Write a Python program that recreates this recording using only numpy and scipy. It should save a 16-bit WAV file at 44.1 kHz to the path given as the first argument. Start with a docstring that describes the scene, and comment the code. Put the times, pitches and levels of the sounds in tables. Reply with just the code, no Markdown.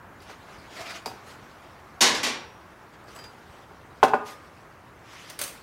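"""At a wooden counter under an open timber shelter, crockery is handled over a distant traffic hum.
A dish is slid off the table by stick and slip and set on a metal shelf, whose crowded modes crash;
a small bowl is lifted out and knocks on a cutting board, and steel tongs clink, all as struck modes.
Sleeves and hands rustle throughout as flickering, shaped noise."""
import sys
import numpy as np
from scipy import signal
from scipy.fft import rfft, irfft
from scipy.io import wavfile
from scipy.ndimage import uniform_filter1d

SR = 44100
rng = np.random.default_rng(int(sys.argv[2]) if len(sys.argv) > 2 else 0)


def pcm_store(signal):
    """Save signal as 16-bit PCM."""
    levels = np.round(np.clip(np.atleast_2d(signal), -1, 1) * 32767)
    wavfile.write(sys.argv[1], SR, levels.astype(np.int16).T)


def gain_from_db(level_db):
    """Turn a decibel level (scalar or array-like) into a linear amplitude factor."""
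    decades = np.asarray(level_db, float) / 20
    return 10 ** decades


N = 247842  # length in samples

# Modes of the small bowl. Each row: frequency in Hz, level in dB, t60 in seconds.
BOWL = [(1222, 0, .7), (3106, -3, .06), (4840, 0, .16), (7817, -1, .2), (11920, -8, .05), (15020, -7, .1)]
# Tugs of crockery dragged on its foot. Each row: peak time in seconds, level in dB, rise and fall in seconds.
DISH_TUGS = [(.71, -50.5, 0.023, .1), (.776, -40.5, 0.065, 0.05), (.814, -38, 0.049, .04),
             (.868, -40.5, .04, 0.045), (.908, -37.5, 0.066, 0.042), (.962, -38, 0.049, 0.03)]
BOWL_TUGS = [(3.084, -63.5, .025, .25), (3.162, -59, 0.016, .03), (3.192, -63, .015, 0.027),
             (3.243, -58, 0.013, 0.025)]


def evened(x):
    """Scales to rms 1."""
    return x / np.sqrt(np.mean(x ** 2) + 1e-20)


def read(points, hz):
    """Reads a curve on a log-frequency axis."""
    f, value = np.transpose(points)
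    return np.interp(np.log(hz + 1), np.log(f + 1), value)


def add(mix, s, sound):
    """Mixes a sound in at s seconds."""
    part = mix[round(s * SR):][:len(sound)]
    part += sound[:len(part)]


def noise(field_db, size):
    """Noise from random short-time spectra under a level field_db(hz column, t row)."""
    hop = size // 4
    t = np.arange(N // hop + 5) * hop / SR
    hz = np.fft.rfftfreq(size, 1 / SR)[:, None]
    real, imag = rng.standard_normal((len(t), len(hz), 2)).T
    spectra = (real + 1j * imag) * gain_from_db(field_db(hz, t))
    return signal.istft(spectra, nperseg=size, noverlap=size - hop)[1][:N]


def ring(modes, favoured_hz=None):
    """Impulse response of a struck body, peak 1; a striking point lifts the modes near the one it favours."""
    hz, db, t60 = np.transpose(modes)[:, :, None]
    t = np.arange(SR // 2 + SR // 4) / SR
    if favoured_hz:
        lift_db = 9 * np.exp(-(np.log2(hz / favoured_hz) / .35) ** 2)
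        db = db + lift_db + 2.5 * rng.standard_normal(db.shape)
    out = (gain_from_db(db - 60 * t / t60) * np.sin(2 * np.pi * hz * t)).sum(0)
    return out / abs(out).max()


def soften(x, hardness_hz):
    """A softer contact lasts longer and loses its treble: two equal low-pass poles."""
    pole = np.exp(-2 * np.pi * hardness_hz / SR)
    return signal.lfilter([(1 - pole) ** 2], [1, -2 * pole, pole ** 2], x)


def crack(t60):
    """The short broadband snap of a contact, without bass."""
    t = np.arange(SR // 8) / SR
    return signal.lfilter([1, -1], [1, -.9], rng.standard_normal(len(t))) * gain_from_db(-60 * t / t60)


def dying(x, t60_points, colour=((1, 0), (2, 0))):
    """Colours x and lets each band die at its own speed; energy 1."""
    hz, t, z = signal.stft(x, SR, nperseg=128)
    level_db = read(colour, hz)[:, None] - 60 * t / read(t60_points, hz)[:, None]
    tail = signal.istft(z * gain_from_db(level_db), SR, nperseg=128)[1]
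    return tail / np.linalg.norm(tail)


def swell(t, s, db, rise_s, fall_s, hold_s=0):
    """Power of one gesture: up 20 dB in rise_s, held, down 20 dB in fall_s."""
    up = (s - t) / max(rise_s, .002)
    down = (t - s - max(hold_s, 0)) / max(fall_s, .002)
    return gain_from_db(db - 20 * np.clip(np.maximum(up, down), 0, 6)) ** 2


def taps(rows, modes, crack_db, crack_t60):
    """Light blows that ring one body over a snap."""
    out = np.zeros(N)
    for s, db, hardness_hz, favoured_hz in rows:
        sound = ring(modes, favoured_hz)
        add(sound, 0, gain_from_db(crack_db) * crack(crack_t60))
        sound = soften(soften(sound, hardness_hz), 2 * hardness_hz)
        add(out, s, gain_from_db(db) * sound / abs(sound).max())
    return out


def slide(tugs, modes, slips_per_s, grit_db):
    """Stick and slip: uneven clicks ring now this mode, now that, as the contact wanders; raw grit lies on top."""
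    start = round(tugs[0][0], 1) - .1
    t = start + np.arange(SR * 3 // 4) / SR
    slips = (rng.random(len(t)) < slips_per_s / SR) * rng.standard_normal(len(t))
    slips *= gain_from_db(2.5 * np.minimum(rng.exponential(1, len(t)), 4))  # some slips are stronger
    force = evened(slips) * np.sqrt(sum(swell(t, *tug) for tug in tugs))
    grit = soften(crack(0.0044), 5200)
    sound = gain_from_db(grit_db) * signal.oaconvolve(force, grit / np.linalg.norm(grit))[:len(t)]
    for mode in modes:
        wander_db = 5 * evened(uniform_filter1d(rng.standard_normal(len(t)), SR // 30))
        body = ring([mode])[:SR // 4]
        push = force * gain_from_db(mode[1] - 14 + wander_db)
        sound += signal.oaconvolve(push, body / np.linalg.norm(body))[:len(t)]
    out = np.zeros(N)
    add(out, start, soften(sound, 6500))
    return out


def knocks():
    """Crockery knocks on wood: the board thuds at every bounce; a snap and the bowl's ring lie on top."""
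    # Blows with their small bounces. Each row: start in seconds, thud level in dB, hardness in Hz,
    # snap level in dB, level of the bowl's ring in dB.
    blows = [(0.2958, -33, 1190, -42, -80), (1.0596, -21, 900, -32, -80), (1.0640, -28, 900, -52, -80),
             (1.0770, -27.5, 900, -42.5, -80), (1.1150, -31, 900, -41, -80), (3.7100, -39, 700, -66, -80),
             (4.029, 2, 1320, -32, -50), (4.0337, -4.5, 2200, -11, -41), (4.0394, -5.5, 1190, -25.5, -50),
             (4.0471, -14, 900, -20, -55), (4.081, -24, 1110, -25.5, -55), (4.1050, -33, 1000, -46, -55),
             (4.135, -5, 1630, -37.5, -32.5), (4.1399, -10, 1900, -31, -41),
             (4.1520, -16.5, 1000, -34, -50)]
    # Modes of the wooden board. Each row: frequency in Hz, level in dB, t60 in seconds.
    board_modes = [(70, 2, 0.013), (151, -1.5, 0.024), (251.5, -11.5, 0.18), (317, -4.5, 0.059),
                   (428, 0.5, 0.05), (493, -14, 0.066), (589, -5, 0.064), (779, -4.5, 0.054),
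                   (810, -10, 0.039), (864, -9, 0.03), (900, 14.5, 0.0092), (984, -11, 0.027),
                   (1036, -14, 0.02), (1474, -5, 0.032), (1575, -15, 0.03), (1900, -9.5, 0.014),
                   (2200, -8.5, 0.0097), (2530, -15.5, 0.026)]
    out = np.zeros(N)
    bowl_ring = soften(ring(BOWL), 880)
    board = ring(board_modes)
    settling = 1 - np.exp(-np.arange(len(board)) / SR / 0.0019)  # swells as the foot settles
    board = -np.diff(board * settling)
    for s, thud_db, hardness_hz, snap_db, bowl_db in blows:
        thud = soften(board, hardness_hz)
        add(out, s, gain_from_db(thud_db) * thud / abs(thud).max())
        add(out, s, gain_from_db(snap_db) * soften(soften(crack(0.072), 3640), 11400))
        add(out, s, gain_from_db(bowl_db) * bowl_ring / abs(bowl_ring).max())
    return out


def shelf():
    """Bursts of chatter drive a metal sheet whose modes crowd into noise, and a few clear modes."""
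    # The dish lands and chatters. Each row: start in seconds, level in dB, chatter decay in seconds, hardness in Hz.
    crashes = [(2.0073, -6, 0.0046, 13800), (2.018, -8, 0.0059, 13200), (2.062, -15, 0.013, 9000),
               (2.143, -20, 0.013, 9000), (2.231, -14.5, 0.0068, 9000), (2.262, -22.5, 0.012, 11300)]
    # Spectrum of the sheet's dense modes. Each row: frequency in Hz, level in dB.
    sheet_colour = [(71, -46), (120, -8.5), (295, -1.5), (643, -10.5), (968, -3), (1520, -7), (2150, -2),
                    (2480, -5), (2990, -4.5), (5520, -3), (13600, -16), (16000, -26)]
    # Decay of the dense modes. Each row: frequency in Hz, t60 in seconds.
    sheet_t60 = [(200, 0.67), (1000, 0.6), (3000, 0.47), (6000, 0.35), (10000, 0.24), (16000, 0.096)]
    # Modes that stand out. Each row: frequency in Hz, level in dB, t60 in seconds.
    clear_modes = [(248, -13, .6), (2218, -10, .2), (2654, -12, .6), (3063, -9, .3), (3741, -15, .6),
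                   (4968, -8, .3), (5405, -9, .3), (5495, -9, .25), (5658, -16, .7), (6874, -6, .18)]
    out, t = np.zeros(N), np.arange(SR // 2) / SR
    lines = ring(clear_modes)
    for s, db, length_s, hardness_hz in crashes:
        body = gain_from_db(-9.0) * lines / np.linalg.norm(lines)
        # a fresh noise tail for each crash
        add(body, 0, dying(rng.standard_normal(len(lines)), sheet_t60, sheet_colour))
        chatter = rng.standard_normal(len(t)) ** 3 * np.exp(-t / max(length_s, .001))
        spread = rfft(chatter)
        chatter = irfft(spread / abs(spread) ** .75, len(t))  # many contact points leave no band favoured
        chatter *= np.exp(-t / (4 * length_s + .004))
        sound = signal.fftconvolve(soften(chatter, hardness_hz), body)
        loudest = np.sqrt(uniform_filter1d(sound ** 2, 800).max())
        add(out, s, gain_from_db(db) * sound / (3 * loudest))
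    thin_sheet = signal.butter(2, 190, "high", fs=SR, output="sos")  # radiates no bass
    return signal.sosfilt(thin_sheet, out)


def dish():
    """The dish rings under light blows, and in stick and slip as it is dragged."""
    # Modes of the dish. Each row: frequency in Hz, level in dB, t60 in seconds.
    dish_modes = [(680, 0, .05), (2450, -2, .025), (3330, -3, .025), (3830, -4, .08), (4600, 0, .04),
                  (4840, 0, .045), (5250, -4, .06), (5800, -5, .03), (6826, -7, .03), (7600, -9, .03),
                  (9300, -11, .03)]
    # Light blows. Each row: start in seconds, level in dB, hardness in Hz, favoured mode in Hz.
    dish_blows = [(.2039, -41, 4500, 4400), (.2703, -48, 6000, 5800), (.2972, -56.5, 8200, 4340),
                  (.7950, -34.5, 3000, 700), (.9050, -33, 5000, 2580), (1.0593, -20.5, 8200, 5000)]
    struck = taps(dish_blows, dish_modes, crack_db=-13, crack_t60=0.1)
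    return struck + slide(DISH_TUGS, dish_modes, slips_per_s=1200, grit_db=-7.5)


def bowl():
    """The bowl chinks and scrapes as it is lifted out, ringing without its lowest mode."""
    # Light blows. Each row: start in seconds, level in dB, hardness in Hz, favoured mode in Hz.
    bowl_blows = [(3.0400, -55, 12000, 11000), (3.1510, -38.5, 9000, 7400), (3.1630, -39, 12000, 9000),
                  (3.1890, -35.5, 7000, 3100), (3.2390, -40.5, 9000, 4800)]
    struck = taps(bowl_blows, BOWL[1:], crack_db=0, crack_t60=0.026)
    return struck + slide(BOWL_TUGS, BOWL[1:], slips_per_s=890, grit_db=-3)


def tongs():
    """Hard contacts ring the bright modes of steel tongs."""
    # Clinks. Each row: start in seconds, level in dB, hardness in Hz, favoured mode in Hz.
    clinks = [(5.2988, -30, 13800, 9500), (5.3908, -21, 14000, 11000), (5.4143, -16, 14000, 9000),
              (5.4371, -19.5, 14000, 9350), (5.4780, -28.5, 14000, 15000)]
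    # Modes of the tongs. Each row: frequency in Hz, level in dB, t60 in seconds.
    steel_modes = [(578, 3, 0.042), (2200, -4, 0.057), (3360, -14, 0.046), (3720, -14, .05),
                   (4670, 6, 0.073), (5500, -9, .05), (6300, 1, 0.14), (8530, 4, 0.053), (9000, 4, 0.047),
                   (9700, 1.5, 0.033), (10500, -1.5, 0.048), (10990, 4, 0.035), (12700, -4, .03),
                   (13400, -7.5, .05), (14500, -1, .08), (15200, -4, 0.11)]
    return taps(clinks, steel_modes, crack_db=-8, crack_t60=0.052)


def rubs():
    """Friction: grainy hiss of cloth and skin, with a duller scrape where weight bears on the wood."""
    # Spectrum of the hiss. Each row: frequency in Hz, level in dB.
    cloth = [(880, -29), (1500, -15.5), (2080, -4.5), (2560, -7), (5540, -11.5), (8660, -19.5),
             (13100, -25), (16000, -33.5)]
    # Spectrum of the scrape on the wood. Each row: frequency in Hz, level in dB.
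    wood_rumble = [(40, -39), (120, -10.5), (250, 4.5), (700, 1), (1400, 2), (2800, -29.5), (6000, -58.5)]
    # Sleeves, hands and tools brush past. Each row: peak time in seconds, level in dB, rise, hold and fall
    # in seconds, brightness in dB per octave.
    rustles = [(.222, -57, .012, 0.0064, .05, 4), (0.302, -49.5, .06, 0.018, 0.054, -1.5),
               (0.497, -57.5, 0.17, 0.056, 0.28, -1), (1.276, -52.5, .05, 0.043, 0.074, 1),
               (2.938, -57, .012, 0, .025, .3), (3.56, -62, 0.32, 0, 0.3, 1),
               (4.265, -48, 0.022, 0.057, 0.07, 2), (5.134, -51.5, 0.16, 0.16, 0.26, -1.5),
               (5.302, -43.5, .008, 0.0012, 0.026, .3), (5.398, -41, .013, 0.024, .18, 3.5)]
    # Faint shuffling that never quite stops. Each row: time in seconds, level in dB.
    shuffle = [(0, -71.5), (.25, -63.5), (.7, -60), (1.1, -60.5), (1.5, -61), (2.0, -65), (2.9, -66),
               (3.3, -62.5), (3.8, -66), (4.2, -62), (4.55, -62.5), (4.75, -67), (5.05, -67), (5.62, -60)]
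    # Hiss of the dragged crockery. One row: level over the tug in dB, brightness in dB per octave,
    # weight on the wood in dB.
    dish_hiss = (-4, -1.4, -1)
    bowl_hiss = (7.6, 0.2, 5.3)

    def field_db(hz, t):
        """Every gesture adds hiss tilted about 5 kHz plus the scrape, flickering from moment to moment."""
        scrape = gain_from_db(read(wood_rumble, hz))
        scrape = scrape / np.linalg.norm(scrape)

        def colour(tilt_db, weight_db):
            """Power spectrum of one kind of rubbing."""
            hiss = gain_from_db(read(cloth, hz) + tilt_db * np.log2((hz + 1) / 5000)) * (hz > 1200)
            band = np.linalg.norm(hiss * (hz > 2500) * (hz < 9000))
            return (hiss / band + gain_from_db(weight_db) * scrape) ** 2

        power = colour(-0.5, 5.5) * gain_from_db(np.interp(t, *np.transpose(shuffle))) ** 2
        for s, db, rise_s, hold_s, fall_s, tilt_db in rustles:
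            power += colour(tilt_db, -4) * swell(t, s, db, rise_s, fall_s, hold_s)
        for tugs, (over_db, tilt_db, weight_db) in ((DISH_TUGS, dish_hiss), (BOWL_TUGS, bowl_hiss)):
            for s, db, rise_s, fall_s in tugs:
                lingering_s = 1.72 * fall_s  # the hiss falls slower than the tug
                power += colour(tilt_db, weight_db) * swell(t, s, db + over_db, rise_s, lingering_s)
        grain = uniform_filter1d(rng.standard_normal((len(t), len(hz))), 20, 0)
        patches = evened(uniform_filter1d(grain, 4, 1)).T
        flicker_db = 0.5 * np.minimum(rng.exponential(1, len(t)), 5)
        return 10 * np.log10(power) + flicker_db + 2.5 * patches

    return noise(field_db, size=256)


def hum():
    """Far traffic and microphone hiss: shaped noise in slowly drifting patches."""
    # Spectrum of the hum. Each row: frequency in Hz, level in dB.
    hum_colour = [(12, -54.5), (20, -18), (81, -2.5), (270, -10), (357, -7), (399, -11), (780, -9),
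                  (1000, -8.5), (1090, -8.5), (1440, -12), (1660, -13), (3070, -28), (4420, -39),
                  (16000, -40)]
    # Slow change of level. Each row: time in seconds, relative level in dB.
    hum_swell = [(0.0, 3), (5.62, 0.5)]

    def field_db(hz, t):
        """Spectrum, slow swell and patches."""
        grain = uniform_filter1d(rng.standard_normal((len(t), len(hz))), 10, 0)
        patches_db = evened(uniform_filter1d(grain, 12, 1)).T
        return read(hum_colour, hz) + np.interp(t, *np.transpose(hum_swell)) + patches_db

    return gain_from_db(-49.5) * evened(noise(field_db, size=1024))


def shelter(x):
    """Sparse echoes of random sign off the timber walls, each band dying at its own speed."""
    # Decay of the echoes. Each row: frequency in Hz, t60 in seconds.
    shelter_t60 = [(200, 0.54), (700, 0.39), (2000, 0.47), (5000, 0.28), (12000, 0.34)]
    echoes = np.zeros(SR)
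    at = np.arange(200, SR - 20, 20)  # samples: one echo in every 20
    echoes[at + rng.integers(0, 20, len(at))] = rng.choice([-1., 1.], len(at))
    return signal.oaconvolve(x, dying(echoes, shelter_t60))[:N]


def scene():
    """Blows near the microphone with their echoes, the shelf below the counter, rustle and hum."""
    board = knocks()
    below = shelf()
    ware = dish() + bowl() + tongs()
    echoes = gain_from_db(-8.5) * shelter(board) + gain_from_db(-4.5) * shelter(ware) + gain_from_db(-12) * shelter(below)
    return (board + ware + below + echoes + rubs() + hum())[None]


def roll_off(x):
    """The treble ends steeply here."""
    return signal.sosfilt(signal.butter(12, 16480, fs=SR, output="sos"), x)


def record(dry):
    """The microphone drops the deepest bass, the loudest peaks clip flat, and the top treble is cut."""
    mix = signal.sosfilt(signal.butter(2, 48, "high", fs=SR, output="sos"), dry)
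    mix = np.clip(mix, -.713, .713)
    band_limit = signal.firwin(511, 15900, window=("kaiser", 9), fs=SR)
    mix = signal.oaconvolve(mix, band_limit[None], "same")
    return roll_off(mix)


dry = scene()
out = record(dry)
pcm_store(out)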